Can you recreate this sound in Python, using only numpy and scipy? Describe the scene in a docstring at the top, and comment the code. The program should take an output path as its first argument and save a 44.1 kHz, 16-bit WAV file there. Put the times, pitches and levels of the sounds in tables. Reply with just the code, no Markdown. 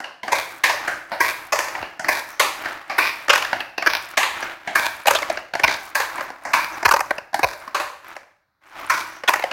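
"""A wooden fly-shuttle handloom works in a quiet open workshop; each impact excites damped modes of wood.
First a treadle knocks and the warp threads rub as the shed opens. The picker strikes the shuttle, which
rattles along the race, lands in the opposite box and bounces; then the beater knocks as the warp swishes.
The cycle repeats from alternate ends, with a few thuds and squeaks, while the listener nears one box and
direct sound gains on reverberation. After a short pause comes a last throw as the listener draws back."""
import sys
import numpy as np
from scipy import signal
from scipy.fft import rfft, irfft, next_fast_len
from scipy.io import wavfile
from scipy.ndimage import uniform_filter1d

SR = 44100
rng = np.random.default_rng(int(sys.argv[2]) if len(sys.argv) > 2 else 0)


def generate_wav(sig):
    """Save sig (samples, or channels by samples) to the path in sys.argv[1] as 16-bit PCM at SR."""
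    pcm = np.round(np.clip(np.atleast_2d(sig).T, -1, 1) * 32767).astype(np.int16)
    wavfile.write(sys.argv[1], SR, pcm)


N = 419832
TIME = np.arange(N) / SR
AGE = np.arange(24000) / SR   # seconds since the start of one impact
ROOM_T60_S, TREBLE_T60_S, EARLY_T60_S = 0.55, 0.51, 0.27
TREBLE_HZ = 2900   # modes below form the body tone, modes above the crack
NEAR_TOUCH_S, FAR_TOUCH_S = .013, .008   # contact time of the shuttle with picker or box
SPOT_WIDTH, SPOT_DB = .11, 0   # mode of the struck spot; bandwidth as a share of its pitch


def from_db(db):
    """Amplitude ratio of a level in decibels."""
    return np.exp(np.asarray(db) * np.log(10) / 20)


def unit_rms(x):
    """Normalises the power of a steady sound to rms 1."""
    return x / np.sqrt(np.mean(x ** 2) + 1e-20)


def unit_energy(x):
    """Normalises the energy of a transient to that of 10 ms at rms 1."""
    return x / np.sqrt(np.sum(x ** 2) / (.01 * SR) + 1e-20)


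def add(track, start_s, sound):
    """Superposition: sums a sound into a track."""
    start = max(round(start_s * SR), 0)
    track[start:start + len(sound)] += sound[:max(N - start, 0)]


def resonate(x, hz, width_hz):
    """A damped resonator with unit gain at its peak."""
    r = np.exp(-np.pi * width_hz / SR)
    feedback = [1, -2 * r * np.cos(2 * np.pi * hz / SR), r * r]
    return signal.lfilter(np.array([1, 0, -1]) * (1 - r * r) / 2, feedback, x + 1e-18)


def pass_filter(x, hz, kind):
    """A second-order low- or high-pass."""
    return signal.lfilter(*signal.butter(2, hz, kind, fs=SR), x + 1e-18)


def coloured_noise(spectrum):
    """Spectral shaping: white noise takes on levels interpolated over log frequency; rms 1."""
    size = next_fast_len(N)
    hz = np.maximum(np.arange(size // 2 + 1) * SR / size, 1)
    points_hz, points_db = np.transpose(spectrum)
    level_db = np.interp(np.log(hz), np.log(points_hz), points_db)
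    return unit_rms(irfft(rfft(rng.standard_normal(size)) * from_db(level_db), size)[:N])


def contacts(length_s, count, grit_db=-18, grit_s=0.0031):
    """Contact force of wood on wood: a few quick impulses, each trailing a little grit."""
    t = AGE[:SR // 20]
    force = np.zeros(len(t))
    jitter = rng.random(count) * (np.arange(count) > 0)
    touch_s = (np.arange(count) + jitter) / count * length_s
    force[(touch_s * SR).astype(int)] = rng.choice([-1, 1], count) * from_db(rng.normal(0, 2.9, count))
    grit = from_db(grit_db) * rng.standard_normal(len(t)) * np.exp(-t / grit_s)
    return np.pad(force + signal.fftconvolve(force, grit)[:len(t)], (0, len(AGE) - len(t)))


def wood(force, modes, crack_db, detune=0.02, scatter_db=2.5, early_db=-1, delay_s=.005):
    """Modal synthesis: modes, varied at each blow, sum to a direct sound and a diffuse echo."""
    drive = np.array([force, rng.standard_normal(len(AGE))])   # rows: direct sound, echo
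    body, crack = 0, 0
    for k, (hz, width_hz, level_db) in enumerate(modes):
        ring = resonate(drive, hz * (1 + detune * rng.normal()), width_hz)
        ring *= from_db(level_db + scatter_db * rng.normal()) * (-1) ** k
        if hz < TREBLE_HZ:
            body += ring
        else:
            crack += ring
    body, crack = pass_filter(body, 3000, "low"), pass_filter(crack, 2000, "high")
    direct = unit_energy(body[0]) + from_db(crack_db) * unit_energy(crack[0])
    # early reflections from looms and floor die fast; the room's tail remains, shorter in the treble
    early = from_db(early_db - 60 * AGE / EARLY_T60_S)
    arrived = np.clip(AGE / delay_s - .5, 0, 1)
    body_echo = unit_energy(body[1] * arrived * np.hypot(early, from_db(-60 * AGE / ROOM_T60_S)))
    crack_echo = unit_energy(crack[1] * arrived * np.hypot(early, from_db(-60 * AGE / TREBLE_T60_S)))
    return direct, body_echo + from_db(crack_db) * crack_echo


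# the listener's distance from the near shuttle box: time_s, distance_m
LISTENER_PATH = [(0, 1.15), (2.0, 1.15), (3.4, .7), (5.2, .52), (6.9, .28), (7.5, .29), (9.3, .5)]

def impact(force, modes, start_s, across, level_db, crack_db, detune):
    """Distance thins and blunts a blow and raises its share of echo; across is 0 near, 1 at the far box."""
    loom_width_m, critical_m = 1.6, 1.25   # at the critical distance, direct sound equals echo
    low_hz, loss_db_per_doubling, rise_s_per_m = 700, 0.8, .0015
    distance_m = np.hypot(np.interp(start_s, *np.transpose(LISTENER_PATH)), across * loom_width_m)
    low_loss_db = loss_db_per_doubling * np.log2(distance_m / .5)
    modes = [(hz, width_hz, db - (hz < low_hz) * low_loss_db) for hz, width_hz, db in modes]
    onset = np.minimum(.5 + .5 * AGE / (rise_s_per_m * distance_m), 1)
    direct, echo = wood(force * onset, modes, crack_db, detune)
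    wet = distance_m / critical_m
    return from_db(level_db) * (direct + wet * echo) / np.hypot(1, wet)


# spectrum of the quiet workshop: frequency_hz, relative_density_db
WORKSHOP_SPECTRUM = [(30, -9), (90, 3.5), (450, -10.5), (1400, 1), (1900, -6), (3000, -25), (4000, -11),
                     (8000, -32), (16000, -22)]

def workshop(level_db=-73):
    """Stationary noise forms the background of the room."""
    return from_db(level_db) * coloured_noise(WORKSHOP_SPECTRUM)


# modes of the loom frame: pitch_hz, bandwidth_hz, level_db
FRAME_MODES = [(110, 140, -29), (318, 150, -10.5), (570, 84, -2), (775, 150, -2), (1030, 96, -3.5),
               (1592, 240, -3.5), (2230, 320, -7), (2900, 420, 3), (4500, 980, 0), (6000, 1700, -5),
               (11000, 8000, -18.5)]

def frame_knock(start_s, across, level_db, hz, crack_db, width_hz=190, part_db=1.5, touch_s=.003):
    """Impulse response: a struck part adds its own mode to those of the frame."""
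    modes = list(FRAME_MODES) + [(hz, width_hz, part_db)]
    return impact(contacts(touch_s, count=2), modes, start_s, across, level_db, crack_db, detune=0.045)


# stray knocks of loose parts, and one light beater stroke at 8.164 s: start_s, level_db, pitch_hz
STRAY_KNOCKS = [(0.002, -26, 1450), (0.041, -24.5, 2770), (3.282, -19, 1030), (5.057, -19, 1030),
                (5.228, -21.5, 1030), (5.551, -18, 720), (5.679, -14.5, 2200), (6.208, -22.5, 1580),
                (6.301, -29, 1030), (6.828, -20, 960), (7.331, -30, 760), (7.677, -30, 1100),
                (8.164, -31, 960), (9.236, -25, 1060)]

def loose_parts(taut_before_s=.039, taut_db=-20, taut_hz=1130,
                slack_after_s=.074, slack_db=-23, slack_hz=2650, crack_db=-13, stray_across=.3):
    """Free play causes impacts: parts knock; the near picker taps on tightening and on dropping back."""
    taps = [(s - taut_before_s, 0, taut_db, taut_hz) for s, *_ in PICKER_STRIKES[::2]]
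    taps += [(s + slack_after_s, 0, slack_db, slack_hz)
             for s, *_ in BEATER_STROKES if not last_landing(s)[0]]
    taps += [(s, stray_across, level_db, hz) for s, level_db, hz in STRAY_KNOCKS]
    out = np.zeros(N)
    for s, across, level_db, hz in taps:
        add(out, s, frame_knock(s, across, level_db, hz, crack_db))
    return out


def floor_rumble(loom, gain_db=-25, top_hz=110, t60_s=.8):
    """Energy storage: frame and floor take up the loom's vibration and release it as a low rumble."""
    retained = from_db(-120 / (t60_s * SR))
    shaking = np.sqrt(signal.lfilter([1], [1, -retained], loom ** 2 + 1e-18) / SR)
    low_noise = pass_filter(rng.standard_normal(N), top_hz, "low")
    return shaking * from_db(gain_db) * unit_rms(pass_filter(low_noise, top_hz / 2, "high"))


# a treadle opens the shed: start_s, level_db, pitch_hz
TREADLE_PRESSES = [(0.232, -24, 560), (1.118, -18, 830), (1.995, -22.5, 740), (2.898, -19, 1230),
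                   (3.779, -19.5, 2500), (4.674, -20, 660), (5.536, -21.5, 800), (6.452, -21, 980),
                   (7.343, -14, 760)]

def treadles(near_across=.35, far_across=1.15, near_crack_db=-10, far_crack_db=-13):
    """Impact excitation: two treadles strike the frame in turn, the far one sounding duller."""
    out = np.zeros(N)
    for k, (s, level_db, hz) in enumerate(TREADLE_PRESSES):
        across, crack_db = (far_across, far_crack_db) if k % 2 else (near_across, near_crack_db)
        add(out, s, frame_knock(s, across, level_db, hz, crack_db))
    return out


def stroke(middle_s, length_s):
    """A half-sine envelope: sliding motion swells and stops."""
    out = np.zeros(N)
    add(out, middle_s - length_s / 2, np.sin(np.linspace(0, np.pi, round(length_s * SR))))
    return out


def reverberant_envelope(level):
    """Reverberation: half of the energy arrives at once, half decays exponentially in the room."""
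    retained = from_db(-120 / (ROOM_T60_S * SR))
    lingering = signal.lfilter([1 - retained], [1, -retained], level ** 2 + 1e-18)
    return np.sqrt(.5 * level ** 2 + .5 * lingering)


# spectrum of dry threads rubbing: frequency_hz, relative_density_db
THREAD_SPECTRUM = [(40, -16), (110, -13), (200, -21.5), (330, -2.5), (450, -15), (600, -3), (1020, 0.5),
                   (1300, 1.5), (2300, -5.5), (3100, -14.5), (5800, -22), (8500, -30.5), (15000, -30)]
# the warp shifts between strokes: middle_s, length_s, relative_level_db
WARP_SHIFTS = [(6.76, .13, -33), (8.09, 0.15, -37.5), (8.68, 0.15, -47), (8.79, 0.18, -35)]

def warp(pull_before_s=0.04, pull_s=0.2, pull_db=-36.5, flight_after_s=.22, flight_s=.2, flight_db=-39,
         beat_s=.25, grain_db=2.8, grain_s=.004, tick_db=-20):
    """Stick-slip friction: threads rub as the shed opens, the shuttle passes and the beater swings."""
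    rubs = list(WARP_SHIFTS) + [(s, beat_s, swish_db) for s, _, _, swish_db in BEATER_STROKES]
    rubs += [(s - pull_before_s, pull_s, pull_db) for s, *_ in PICKER_STRIKES[1::2]]
    rubs += [(s - pull_before_s / 2, pull_s / 2, pull_db) for s, *_ in PICKER_STRIKES[::2]]
    rubs += [(s + flight_after_s, flight_s, flight_db) for s, *_ in PICKER_STRIKES]
    speed = sum(from_db(level_db) * stroke(s, length_s) for s, length_s, level_db in rubs)
    grains = unit_rms(uniform_filter1d(rng.standard_normal(N), round(grain_s * SR)))
    friction = unit_rms(coloured_noise(THREAD_SPECTRUM) * from_db(grain_db * grains))
    return reverberant_envelope(speed) * friction + from_db(tick_db) * heddle_ticks(speed)


def heddle_ticks(speed, per_s=70, spread_db=5, width_hz=1300, low_hz=5500, high_hz=14000, count=8):
    """Shot noise: single threads snap past the heddles at random, each with a small bright ring."""
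    out, tries = 0, 400
    chance = per_s * N / SR / count / tries
    for hz in np.geomspace(low_hz, high_hz, count):
        ticks = np.zeros(N)
        at = rng.integers(0, N, tries)
        ticks[at] = (rng.random(tries) < chance) * from_db(spread_db * rng.standard_normal(tries))
        out += resonate(ticks, hz, width_hz)
    return speed * unit_rms(out)


# modes of picker and shuttle: pitch_hz, bandwidth_hz, level_db
PICKER_MODES = [(80, 44, -26), (320, 85, -14.5), (614, 130, -8.5), (960, 118, 0), (1098, 116, -0.5),
                (1579, 220, -2), (1865, 200, -4.5), (2350, 238, -2.5), (3530, 700, -1.5), (4660, 1100, 1),
                (6080, 1300, -2), (12000, 8000, -12)]
# throws, near and far in turn: start_s, level_db, spot_pitch_hz, relative_rattle_db
PICKER_STRIKES = [(0.318, -8.5, 1550, -25), (1.202, -7.5, 1600, -24), (2.084, -8.5, 1700, -25.5),
                  (2.981, -8, 1550, -24), (3.862, -8.5, 950, -23), (4.752, -8, 2250, -24),
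                  (5.635, -7, 1700, -23), (6.534, -6.5, 990, -28.5), (7.431, -9, 600, -32),
                  (8.897, -8.5, 1400, -27.5)]

def throws(near_crack_db=-12.5, far_crack_db=-13, race_after_s=.034, race_db=-2.5):
    """Momentum transfer: the picker strikes the shuttle along the race, crisper from the near end."""
    out = np.zeros(N)
    cord_snap = (3150, 700, -2)   # pitch_hz, bandwidth_hz, level_db
    for k, (s, level_db, hz, rattle_db) in enumerate(PICKER_STRIKES):
        far = k % 2
        touch_s, crack_db = (FAR_TOUCH_S, far_crack_db) if far else (NEAR_TOUCH_S, near_crack_db)
        modes = list(PICKER_MODES) + [(hz, SPOT_WIDTH * hz, SPOT_DB), cord_snap]
        add(out, s, impact(contacts(touch_s, count=5), modes, s, far, level_db, crack_db, detune=0.015))
        if far:
            rattle = race(crack_db=-7, room_db=-4, weft_db=-14)
        else:
            rattle = race(crack_db=-5.5, room_db=-6, weft_db=-13)
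        add(out, s + race_after_s, from_db(rattle_db + race_db) * rattle)
    return out


def race(crack_db, room_db, weft_db, run_s=0.08, ticks_per_s=220, spread_db=4.5, scrape_db=-28, weft_s=.24):
    """Roughness excitation: the shuttle skips over the reed wires; the weft ticks off the bobbin."""
    size = len(AGE)
    ticks = (rng.random(size) < ticks_per_s / SR) * rng.choice([-1, 1], size)
    ticks = ticks * from_db(spread_db * rng.standard_normal(size))
    scrape = from_db(scrape_db) * rng.standard_normal(size)
    direct, echo = wood((ticks + scrape) * (AGE < run_s), PICKER_MODES, crack_db)
    # the echo builds up for as long as the shuttle runs
    swell = np.minimum(AGE / run_s, 1) * from_db(60 * np.minimum(AGE, run_s) / ROOM_T60_S)
    weft_ticks = pass_filter(ticks * (AGE < weft_s), TREBLE_HZ, "high")
    weft = from_db(crack_db + weft_db) * unit_energy(weft_ticks)
    return (direct + weft + from_db(room_db) * unit_energy(echo * swell)) * np.sqrt(run_s / .01)


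# modes of a shuttle box: pitch_hz, bandwidth_hz, level_db
BOX_MODES = [(90, 93, -33), (310, 100, -17), (591, 66, -3), (770, 130, -3.5), (1030, 182, 2),
             (1530, 200, -1.5), (1745, 150, -1), (2560, 640, -8.5), (3670, 1000, -2.5), (4750, 930, 0.5),
             (6400, 1300, -3), (12500, 5900, -12.5)]

def box_hit(start_s, level_db, force, detune):
    """Free vibration: the box rings where the shuttle hits it; the near box also clinks."""
    far, hz, crack_db = last_landing(start_s)
    clink = (3590, 400, -3)   # pitch_hz, bandwidth_hz, level_db
    modes = list(BOX_MODES) + [(hz, SPOT_WIDTH * hz, SPOT_DB)] + ([] if far else [clink])
    return impact(force, modes, start_s, far, level_db, crack_db, detune)


# the shuttle lands, far and near in turn: start_s, level_db, spot_pitch_hz, relative_crack_db
SHUTTLE_LANDINGS = [(0.636, -7, 1550, -9.5), (1.523, -10.5, 1500, -8.5), (2.396, -7, 1550, -7.5),
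                    (3.295, -6.5, 800, -10.5), (4.171, -9, 1620, -8.5), (5.069, -9.5, 590, -10),
                    (5.949, -12, 1700, -8.5), (6.85, -6.5, 950, -12), (7.746, -13.5, 780, -11),
                    (9.277, -10, 1480, -13)]
# its hardest bounces in the box: start_s, level_db
SHUTTLE_BOUNCES = [(0.694, -13), (1.588, -15), (3.334, -12.5), (3.357, -13.5), (4.231, -14), (5.081, -11.5),
                   (5.108, -11), (5.15, -15), (6.0, -16), (6.889, -13.5), (6.911, -9.5), (6.921, -14),
                   (6.938, -11), (6.963, -18.5), (7.005, -16), (7.799, -18), (9.291, -10.5), (9.337, -13.5)]

def landings(bounce_s=.004, gap_s=.03, jitter=.15, chatter_db=-11, loss_db=1.2, chatter_count=5):
    """Inelastic collision: the shuttle lands and rebounds; in the near box it chatters ever more softly."""
    out, bounces = np.zeros(N), list(SHUTTLE_BOUNCES)
    for s, level_db, *_ in SHUTTLE_LANDINGS:
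        far = last_landing(s)[0]
        force = contacts(FAR_TOUCH_S if far else NEAR_TOUCH_S, count=5)
        add(out, s, box_hit(s, level_db, force, detune=0.018))
        if not far:
            bounces += [(s + gap_s * (n + 1 + jitter * rng.normal()), level_db + chatter_db - loss_db * n)
                        for n in range(chatter_count)]
    for s, level_db in bounces:
        add(out, s, box_hit(s, level_db, contacts(bounce_s, count=2), detune=0.04))
    return out


def last_landing(time_s):
    """Whether the latest landing was in the far box, with its pitch and crack level."""
    k = max(sum(s <= time_s for s, *_ in SHUTTLE_LANDINGS) - 1, 0)
    _, _, hz, crack_db = SHUTTLE_LANDINGS[k]
    return k % 2 == 0, hz, crack_db


# the beater swings after a landing: start_s, level_db, pitch_hz, relative_swish_db
BEATER_STROKES = [(0.879, -14.5, 1645, -30), (1.751, -21, 755, -31), (2.657, -20, 1520, -28),
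                  (3.529, -14.5, 800, -33), (4.425, -22, 1520, -29), (5.298, -16, 730, -33),
                  (6.18, -24, 980, -29.5), (7.107, -14, 1640, -39), (9.438, -15.5, 750, -42)]

def beater(crack_db=-15, far_across=.7):
    """Impact excitation: the beater rings the frame toward the end where the shuttle lies."""
    out = np.zeros(N)
    for s, level_db, hz, _ in BEATER_STROKES:
        add(out, s, frame_knock(s, far_across * last_landing(s)[0], level_db, hz, crack_db))
    return out


# low thuds that come with the loudest blows at the near box: start_s, peak_db
NEAR_BLOW_THUDS = [(1.801, -41), (5.630, -33), (6.855, -31), (7.433, -32)]

def beam_thuds(start_hz=210, end_hz=42, sink_s=.015, swell_s=0.013):
    """Dispersion: higher bending waves in the long beams arrive first, so each thud sinks in pitch."""
    out, t = np.zeros(N), np.arange(SR // 5) / SR
    pitch_hz = end_hz + (start_hz - end_hz) * np.exp(-t / sink_s)
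    envelope = t / swell_s * np.exp(1 - t / swell_s)
    thud = envelope * np.sin(2 * np.pi * np.cumsum(pitch_hz) / SR)
    for s, peak_db in NEAR_BLOW_THUDS:
        add(out, s, from_db(peak_db) * thud)
    return out


# cords and bobbin squeak: middle_s, length_s, pitch_hz, level_db
FRICTION_SQUEAKS = [(2.337, 0.16, 5800, -52), (4.434, .03, 5900, -40), (5.163, .035, 3450, -22),
                    (6.736, .07, 6000, -47), (9.16, 0.15, 5800, -53)]

def squeaks(width_hz=900):
    """Dry friction excites one unsteady resonance in each squeak."""
    out, noise = np.zeros(N), rng.standard_normal(N)
    for s, length_s, hz, level_db in FRICTION_SQUEAKS:
        ring = resonate(resonate(noise, hz, width_hz), hz, width_hz)
        out += from_db(level_db) * stroke(s, length_s) * unit_rms(ring)
    return out


# timbre of the loom along the walk: time_s, hollow_gain_db, bite_gain_db
WALK_TIMBRE = [(0.3, -2.5, 0), (2.2, -2, 0), (3.3, -3, 4.5), (5.2, -3, 4), (6.1, 2, 0), (6.9, 2, -6),
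               (7.5, 3, -5), (8.2, 0, 2)]

def along_the_walk(x, hollow_hz=1020, hollow_width_hz=170, bite_hz=3000, bite_width_hz=1500):
    """A sound field varies with position: a hollow and a biting band come and go along the walk."""
    times_s, *gains_db = np.transpose(WALK_TIMBRE)
    hollow, bite = (from_db(np.interp(TIME, times_s, db)) - 1 for db in gains_db)
    return (x + hollow * resonate(x, hollow_hz, hollow_width_hz)
            + bite * resonate(x, bite_hz, bite_width_hz))


def scene(warp_db=-1):
    """Superposition of the loom, the rumble it drives and the quiet workshop, in one channel."""
    impacts = treadles() + throws() + landings() + beater() + loose_parts()
    loom = along_the_walk(impacts + from_db(warp_db) * warp()) + beam_thuds() + squeaks()
    return (loom + floor_rumble(loom) + workshop())[None]


def record(dry, ceiling=1.3, cutoff_hz=15900):
    """Soft saturation rounds the loudest peaks; a steep low-pass limits the bandwidth."""
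    rounded = dry / (1 + (dry / ceiling) ** 4) ** (1 / 4)
    return signal.sosfilt(signal.ellip(10, .2, 70, cutoff_hz, fs=SR, output="sos"), rounded)


dry = scene()
out = record(dry)
generate_wav(out)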